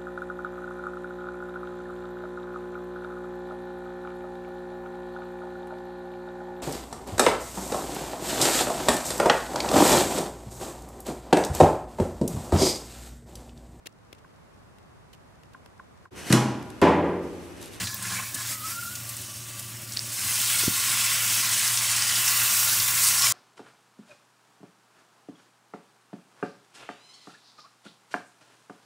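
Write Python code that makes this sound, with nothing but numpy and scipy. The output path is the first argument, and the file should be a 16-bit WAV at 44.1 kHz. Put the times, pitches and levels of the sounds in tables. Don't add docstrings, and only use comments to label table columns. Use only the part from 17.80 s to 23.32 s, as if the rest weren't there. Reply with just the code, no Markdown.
import sys
import numpy as np
from scipy import signal
from scipy.fft import rfft, irfft, next_fast_len
from scipy.io import wavfile
from scipy.ndimage import uniform_filter1d, map_coordinates

SR = 44100
rng = np.random.default_rng(int(sys.argv[2]) if len(sys.argv) > 2 else 0)


def bounce(signal):
    frames = np.transpose(np.atleast_2d(signal))
    limited = np.clip(frames, -1, 1)
    pcm = np.round(limited * 32767).astype(np.int16)
    wavfile.write(sys.argv[1], SR, pcm)


N = 243599
TIME_S = np.arange(N) / SR


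def amp(db):
    return 10 ** (np.asarray(db) / 20)


def unit(x):
    return x / np.sqrt(np.mean(x ** 2) + 1e-20)


def along(points, hz):
    point_hz, value = np.transpose(points)
    return np.interp(np.log(hz + 1), np.log(point_hz + 1), value)


def curves(rows):
    s, *columns = np.transpose(rows)
    return [np.interp(TIME_S, s, column) for column in columns]


def wobble(rate):
    points = rng.standard_normal(int(N * rate / SR) + 4)
    return map_coordinates(points, [np.arange(N) * rate / SR])


def filtered(x, response):
    size = next_fast_len(N + SR // 2)
    spectrum = rfft(x, size) * response(np.fft.rfftfreq(size, 1 / SR))
    return irfft(spectrum, size)[..., :N]


def resonance(f, hz, width_hz):
    return 1j * f * width_hz / (hz * hz - f * f + 1j * f * width_hz)


def add(track, s, sound):
    track[round(s * SR):][:len(sound)] += sound


def patchy(depth_db, streak_db=0, sound=None):
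    source = rng.standard_normal(N) if sound is None else sound
    z = signal.stft(source, nperseg=512)[2]

    def field(bins, frames):
        over_pitch = uniform_filter1d(rng.standard_normal(z.shape), bins, 0)
        return unit(uniform_filter1d(over_pitch, frames, 1))

    gain_db = depth_db * field(bins=14, frames=6) + streak_db * field(bins=1, frames=30)
    return signal.istft(z * amp(gain_db), nperseg=512)[1][:N]


def bubbles(count, pitch_hz, spread, cycles, size_db):
    start = rng.integers(0, N, count)[:, None]
    hz = pitch_hz * np.exp(spread * rng.standard_normal((count, 1)))
    hz = np.minimum(hz, SR / 2.5)
    size = amp(size_db * np.minimum(rng.exponential(1, (count, 1)), 6))
    size = size * rng.choice([-1, 1], (count, 1))
    k = np.arange(96)
    turns = hz * k / SR
    grain = size * np.sin(2 * np.pi * turns) * np.exp(-turns / cycles)
    return np.bincount((start + k).ravel(), grain.ravel())[:N]


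# (time [s], big bubbles in the bowl [dB], fizz before its split [dB], fine spray [dB])
FRYING = [(0, -44.5, -40, -45), (1.0, -47.5, -40, -40), (1.5, -49, -40, -45), (2.1, -48.5, -42, -45),
          (2.24, -47, -37, -43.5), (2.5, -34.5, -27, -31), (2.8, -31, -24.5, -28.5),
          (2.92, -34.5, -28, -30), (3.16, -30, -25, -29.5), (3.4, -31, -26.5, -29),
          (3.75, -31.5, -24.5, -31), (3.95, -32.5, -25, -31), (4.25, -31.5, -25.5, -34.5),
          (4.42, -30.5, -25, -26.5), (4.65, -30, -24, -25), (5.05, -33.5, -25, -26),
          (5.36, -32, -23, -28.5), (5.52, -33.5, -23.5, -28)]
# (frequency [Hz], relative level [dB per Hz])
DEEP = [(450, -31), (600, -6.5), (900, -3), (1400, 0.5), (1700, 3), (2200, -21)]
BOWL = [(500, -24.5), (700, -16.5), (1000, -10.5), (2000, -1), (3200, 1), (4200, -4.5), (6000, -38)]
DULL = [(2500, -42.5), (3400, -6), (5000, 0), (6300, 0), (8000, -2.5), (11000, -30)]
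BRIGHT = [(4000, -33), (6000, -6.5), (7300, -1), (8500, 0.5), (10000, 0), (11200, -5), (13000, -21)]
SPRAY = [(8500, -38), (10300, -0.5), (11500, 3.5), (13000, 4), (15000, 6), (15700, 4), (16500, 2.5)]
# (frequency [Hz], width [Hz], level before a common trim [dB])
PAN = [(1085, 87, 6.5), (1399, 18.5, 10), (2030, 30, 3), (2655, 190, -4), (2990, 53, 3), (5510, 210, -8.5),
       (5790, 54, -12)]
PAN_TRIM_DB = -4.5
DULL_DB, BRIGHT_DB = -4.5, -2.5
SPRAY_FOLLOWS = 0.69
JUICE_FROM_S, JUICE_DB, JUICE_DB_PER_S = 3.3, -12.5, 2.5
DRIFT_DB = 0.03


def sizzle():
    bowl_db, fizz_db, spray_db = curves(FRYING)
    flare_db, big_db, tilt_db = np.transpose(STROKES)[2:5]
    bowl_db = bowl_db + strokes(big_db)
    fizz_db = fizz_db + strokes(flare_db)
    bright_db = strokes(tilt_db)
    spray_db = spray_db + SPRAY_FOLLOWS * strokes(flare_db, lean=.7)
    juice_db = bowl_db + JUICE_DB + JUICE_DB_PER_S * np.maximum(TIME_S - JUICE_FROM_S, 0)
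    surge = 0.11 * wobble(6.8) + 0.63 * wobble(45) + .5 * wobble(160)

    def ring(f):
        return 1 + sum(amp(db + PAN_TRIM_DB) * resonance(f, hz, width) for hz, width, db in PAN)

    # (level [dB], tone colour, patch depth [dB], share of power from bubbles, bubbles)
    layers = [
        (bowl_db + 0.41 * surge, BOWL, .8, .35,
         bubbles(count=12000, pitch_hz=2157, spread=0.43, cycles=0.78, size_db=2.5)),
        (fizz_db + DULL_DB - bright_db + 1.06 * surge, DULL, .9, .4,
         bubbles(count=14000, pitch_hz=5110, spread=0.31, cycles=5.4, size_db=0.5)),
        (fizz_db + BRIGHT_DB + bright_db + 1.0 * surge, BRIGHT, .9, .4,
         bubbles(count=18000, pitch_hz=8210, spread=0.265, cycles=3.3, size_db=0.0)),
        (spray_db + 1.0 * surge, SPRAY, .9, .4,
         bubbles(count=20000, pitch_hz=12800, spread=0.31, cycles=2.1, size_db=0.0)),
        (juice_db + 0.66 * surge, DEEP, .8, .35,
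         bubbles(count=6000, pitch_hz=1326, spread=0.42, cycles=1.5, size_db=3.0))]
    out = np.zeros(N)
    for db, colour, patchy_db, share, grains in layers:
        def shaped(x):
            return unit(filtered(x, lambda f: amp(along(colour, f)) * ring(f)))

        hiss = rng.standard_normal(N)
        oil = np.sqrt(share) * shaped(grains) + np.sqrt(1 - share) * shaped(hiss)
        streaked = unit(patchy(patchy_db, streak_db=2.4, sound=oil))
        out += amp(db + DRIFT_DB * wobble(9)) * streaked
    return out


# (start time [s], length [s], fizz flare [dB],
# big bubble flare [dB], brightness shift [dB], rub level [dB], blade rasp level [dB])
STROKES = [(-.06, 0.086, 5.5, 7, -1, -44, -62), (0.032, 0.094, 2.5, -13, -3.5, -57, -52),
           (0.216, 0.16, 7.5, 4.5, -0.5, -39.5, -42.5), (0.388, 0.09, 2.5, -1, -0.5, -60, -42.5),
           (0.547, 0.17, 7, 4, -1.5, -46.5, -51), (0.826, 0.077, 6.5, 5, 0, -45, -51),
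           (1.03, 0.047, 2, -6, -0.5, -66, -70), (5.188, 0.094, 4, 0, 0, -70, -70),
           (5.399, 0.049, 1.5, 4.5, -1, -70, -70)]
STROKE_ATTACK_S, STROKE_RELEASE_S = 0.051, 0.062


def strokes(column, lean=0):
    out = np.zeros(N)
    for (s, length), value in zip(np.array(STROKES)[:, :2], column):
        rise = (TIME_S - s) / STROKE_ATTACK_S
        fall = 1 + (s + length - TIME_S) / STROKE_RELEASE_S
        shape = np.sin(np.pi / 2 * np.clip(np.minimum(rise, fall), 0, 1)) ** 2
        out += value * shape * np.clip((TIME_S - s) / length, 0, 1) ** lean
    return out


# (frequency [Hz], width [Hz], relative level [dB])
RUB = [(770, 390, -8.5), (1067, 51, 7), (1320, 240, -2.5), (1703, 73, 9)]
# (frequency [Hz], width [Hz], relative level [dB])
RASP = [(2300, 160, 1), (2630, 79, -3)]
# (time [s], level of the blow [dB])
TICKS = [(.078, -14), (0.131, -9), (.395, -14), (0.59, -19), (.874, -10)]
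# (end time [s], level [dB])
BLADE_RESTS = (0.69, -47)


def stir():
    low_db, rasp_db = np.transpose(STROKES)[5:]
    until_s, drag_db = BLADE_RESTS
    drag = amp(drag_db) * np.clip((until_s - TIME_S) / STROKE_RELEASE_S, 0, 1)
    friction = amp(2.9 * wobble(90.7)) * patchy(2.1)

    def rung(x, modes):
        def response(f):
            return sum((-1) ** k * amp(db) * resonance(f, hz, width)
                       for k, (hz, width, db) in enumerate(modes))
        return filtered(x, response)

    blows = np.zeros(N)
    for s, db in TICKS:
        add(blows, s, amp([db]))
    ticks = rung(blows, RUB + RASP)
    rub = (drag + strokes(amp(low_db), lean=1.0)) * unit(rung(friction, RUB))
    rasp = strokes(amp(rasp_db), lean=0.46) * unit(rung(friction, RASP))
    return ticks + rub + rasp


# (time [s], level [dB], centre frequency [Hz], hiss against that level [dB])
SPITS = [(0.0707, -24, 3940, -3), (0.145, -15, 14400, -16), (0.2252, -21.5, 8300, -7),
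         (0.545, -17, 8200, -6), (0.7187, -23, 7650, -21), (0.959, -27, 8730, -5), (1.0344, -26, 9050, -10),
         (1.154, -23, 7120, -5.5), (1.29, -27, 8900, 0), (1.368, -22.5, 8280, -10), (1.4147, -30, 8820, -3),
         (1.7926, -30.5, 8700, 3.5), (2.019, -28, 10500, -7), (2.122, -24.5, 5670, -8),
         (2.1357, -25, 7110, -10), (2.1652, -34.5, 3800, 7.5), (2.172, -14.5, 4620, -27),
         (2.1927, -16, 5000, -24), (3.499, -20, 5360, -4), (3.535, -27, 5640, 1), (3.8784, -15, 5410, -11),
         (3.974, -14, 5380, -15), (4.163, -18.5, 7060, -1), (4.2234, -12, 5600, -12),
         (4.3555, -17.5, 5200, -2), (4.4787, -16, 5850, -2), (5, -16.5, 5070, -5), (5.4218, -17, 4240, -7),
         (5.465, -22.5, 2280, -1)]
CLICK_BODY_DB, CLICK_BODY_RATIO = -17.5, 0.56
HISS_T60 = 0.059


def spits():
    out, t = np.zeros(N + SR), np.arange(SR // 8) / SR
    for s, db, hz, hiss_db in SPITS:
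        click = 2.3 * np.sin(2 * np.pi * hz * t) * np.exp(-hz * t / 2.8) * (1 - np.exp(-hz * t / .5))
        body = np.sin(2 * np.pi * CLICK_BODY_RATIO * hz * t) * np.exp(-hz * t / 3)
        click += amp(CLICK_BODY_DB) * body
        band = signal.butter(1, [hz * 0.68, min(hz * 1.45, SR * .45)], "band", fs=SR)
        hiss = unit(signal.lfilter(*band, rng.standard_normal(len(t))))
        hiss = hiss * amp(-60 * t / HISS_T60) * (1 - np.exp(-t / 0.0017))
        add(out, s, amp(db) * (click + amp(hiss_db) * hiss))
    return out[:N]


# (time [s], peak level [dB], frequency [Hz], half length [s])
THUDS = [(2.8378, -26, 380, .0009), (2.8815, -12, 235, .0009)]


def thuds():
    out, t = np.zeros(N + SR), np.arange(SR // 50) / SR - 1 / 100
    for s, db, hz, half in THUDS:
        push = -np.cos(2 * np.pi * hz * t) * np.exp(-np.abs(t / half) ** 1.15 / 2)
        add(out, s - 1 / 100, amp(db) * push)
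    pushes = out[:N]
    return pushes + amp(1.5) * filtered(pushes, lambda f: resonance(f, 105, 40))


# (time [s], frequency [Hz], level [dB])
WHISTLE = [(.7, 1320, -46), (.82, 1240, -44), (.88, 1290, -39.5), (.925, 1380, -46), (1.05, 1399, -44.5),
           (1.13, 1450, -46.5), (1.24, 1385, -54)]
# (time [s], level over the tone [dB], half length [s])
PUFFS = [(0.846, 6, 0.013), (0.925, 14, .009), (0.94, 10, 0.0057), (0.976, 12, 0.021), (1.03, 14, 0.0079),
         (1.057, 10, 0.0064), (1.087, 9.5, .016), (1.135, 5, 0.0065)]


def whistle():
    hz, db = curves(WHISTLE)
    db = db + sum(over_db * np.exp(-((TIME_S - s) / half) ** 4) for s, over_db, half in PUFFS)
    edge_s = np.minimum(TIME_S - WHISTLE[0][0], WHISTLE[-1][0] - TIME_S)
    on = np.clip(edge_s / 0.024, 0, 1)
    phase = 2 * np.pi * np.cumsum(hz + 18 * wobble(140)) / SR
    tone = np.sin(phase) + amp(-18) * np.sin(2 * phase)
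    return on * amp(db + 2.4 * wobble(70.3)) * tone


# (time [s], level [dB], half length [s])
ROCKING = [(0.016, -36, 0.057), (0.315, -43.5, 0.13), (2.443, -49, 0.062), (4.374, -51, 0.073),
           (5.3, -53, 0.075)]
# (frequency [Hz], width [Hz], relative level [dB])
GRATE = [(92, 6.1, 4), (184, 8.1, 2)]


def rocking():
    force = sum(amp(db) * np.exp(-((TIME_S - s) / half) ** 2) for s, db, half in ROCKING)

    def grate(f):
        return sum(amp(db) * resonance(f, hz, width) for hz, width, db in GRATE)

    return force * unit(filtered(rng.standard_normal(N), grate))


KITCHEN_T60 = 0.23


def kitchen(x):
    t = np.arange(SR // 3) / SR
    tail = rng.standard_normal(len(t)) * amp(-60 * t / KITCHEN_T60) * (t > .003)
    return signal.fftconvolve(x, tail / np.linalg.norm(tail))[:N]


# (frequency [Hz], relative level [dB per Hz])
FAN = [(40, -45), (55, -28), (70, -30), (85, -6.5), (130, -10.5), (170, -17.5), (210, -16), (300, -16.5),
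       (400, -32.5), (450, -35.5), (560, -18.5), (800, -27), (1150, -25), (1600, -24.5), (3000, -40)]
FAN_DB = -49.5
# (frequency [Hz], filter width [Hz], level before the noise and sine weights [dB])
HUM = [(60.3, 0.66, -62), (115.7, 10.5, -46), (203.6, 15, -49), (362.6, 14.4, -54), (1164, 17, -50.5)]


def fan():
    air = unit(filtered(patchy(1.68), lambda f: amp(along(FAN, f))))
    out = amp(FAN_DB + 0.78 * wobble(3.06)) * air
    for hz, width_hz, db in HUM:
        fuzz = unit(filtered(rng.standard_normal(N), lambda f: resonance(f, hz, width_hz) ** 2))
        steady = (hz < 150) * np.sin(2 * np.pi * hz * TIME_S)
        out += amp(db) * (.33 * fuzz + 1.3 * steady)
    return out


def scene():
    near = spits() + thuds() + whistle()
    mono = sizzle() + stir() + near + amp(-14.5) * kitchen(near) + rocking() + fan()
    return np.array([mono, mono])


TOP_HZ = 15740


def record(dry):
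    return filtered(dry, lambda hz: (hz < TOP_HZ) * (hz ** 6 / (58 ** 6 + hz ** 6)))


dry = scene()
out = record(dry)
bounce(out)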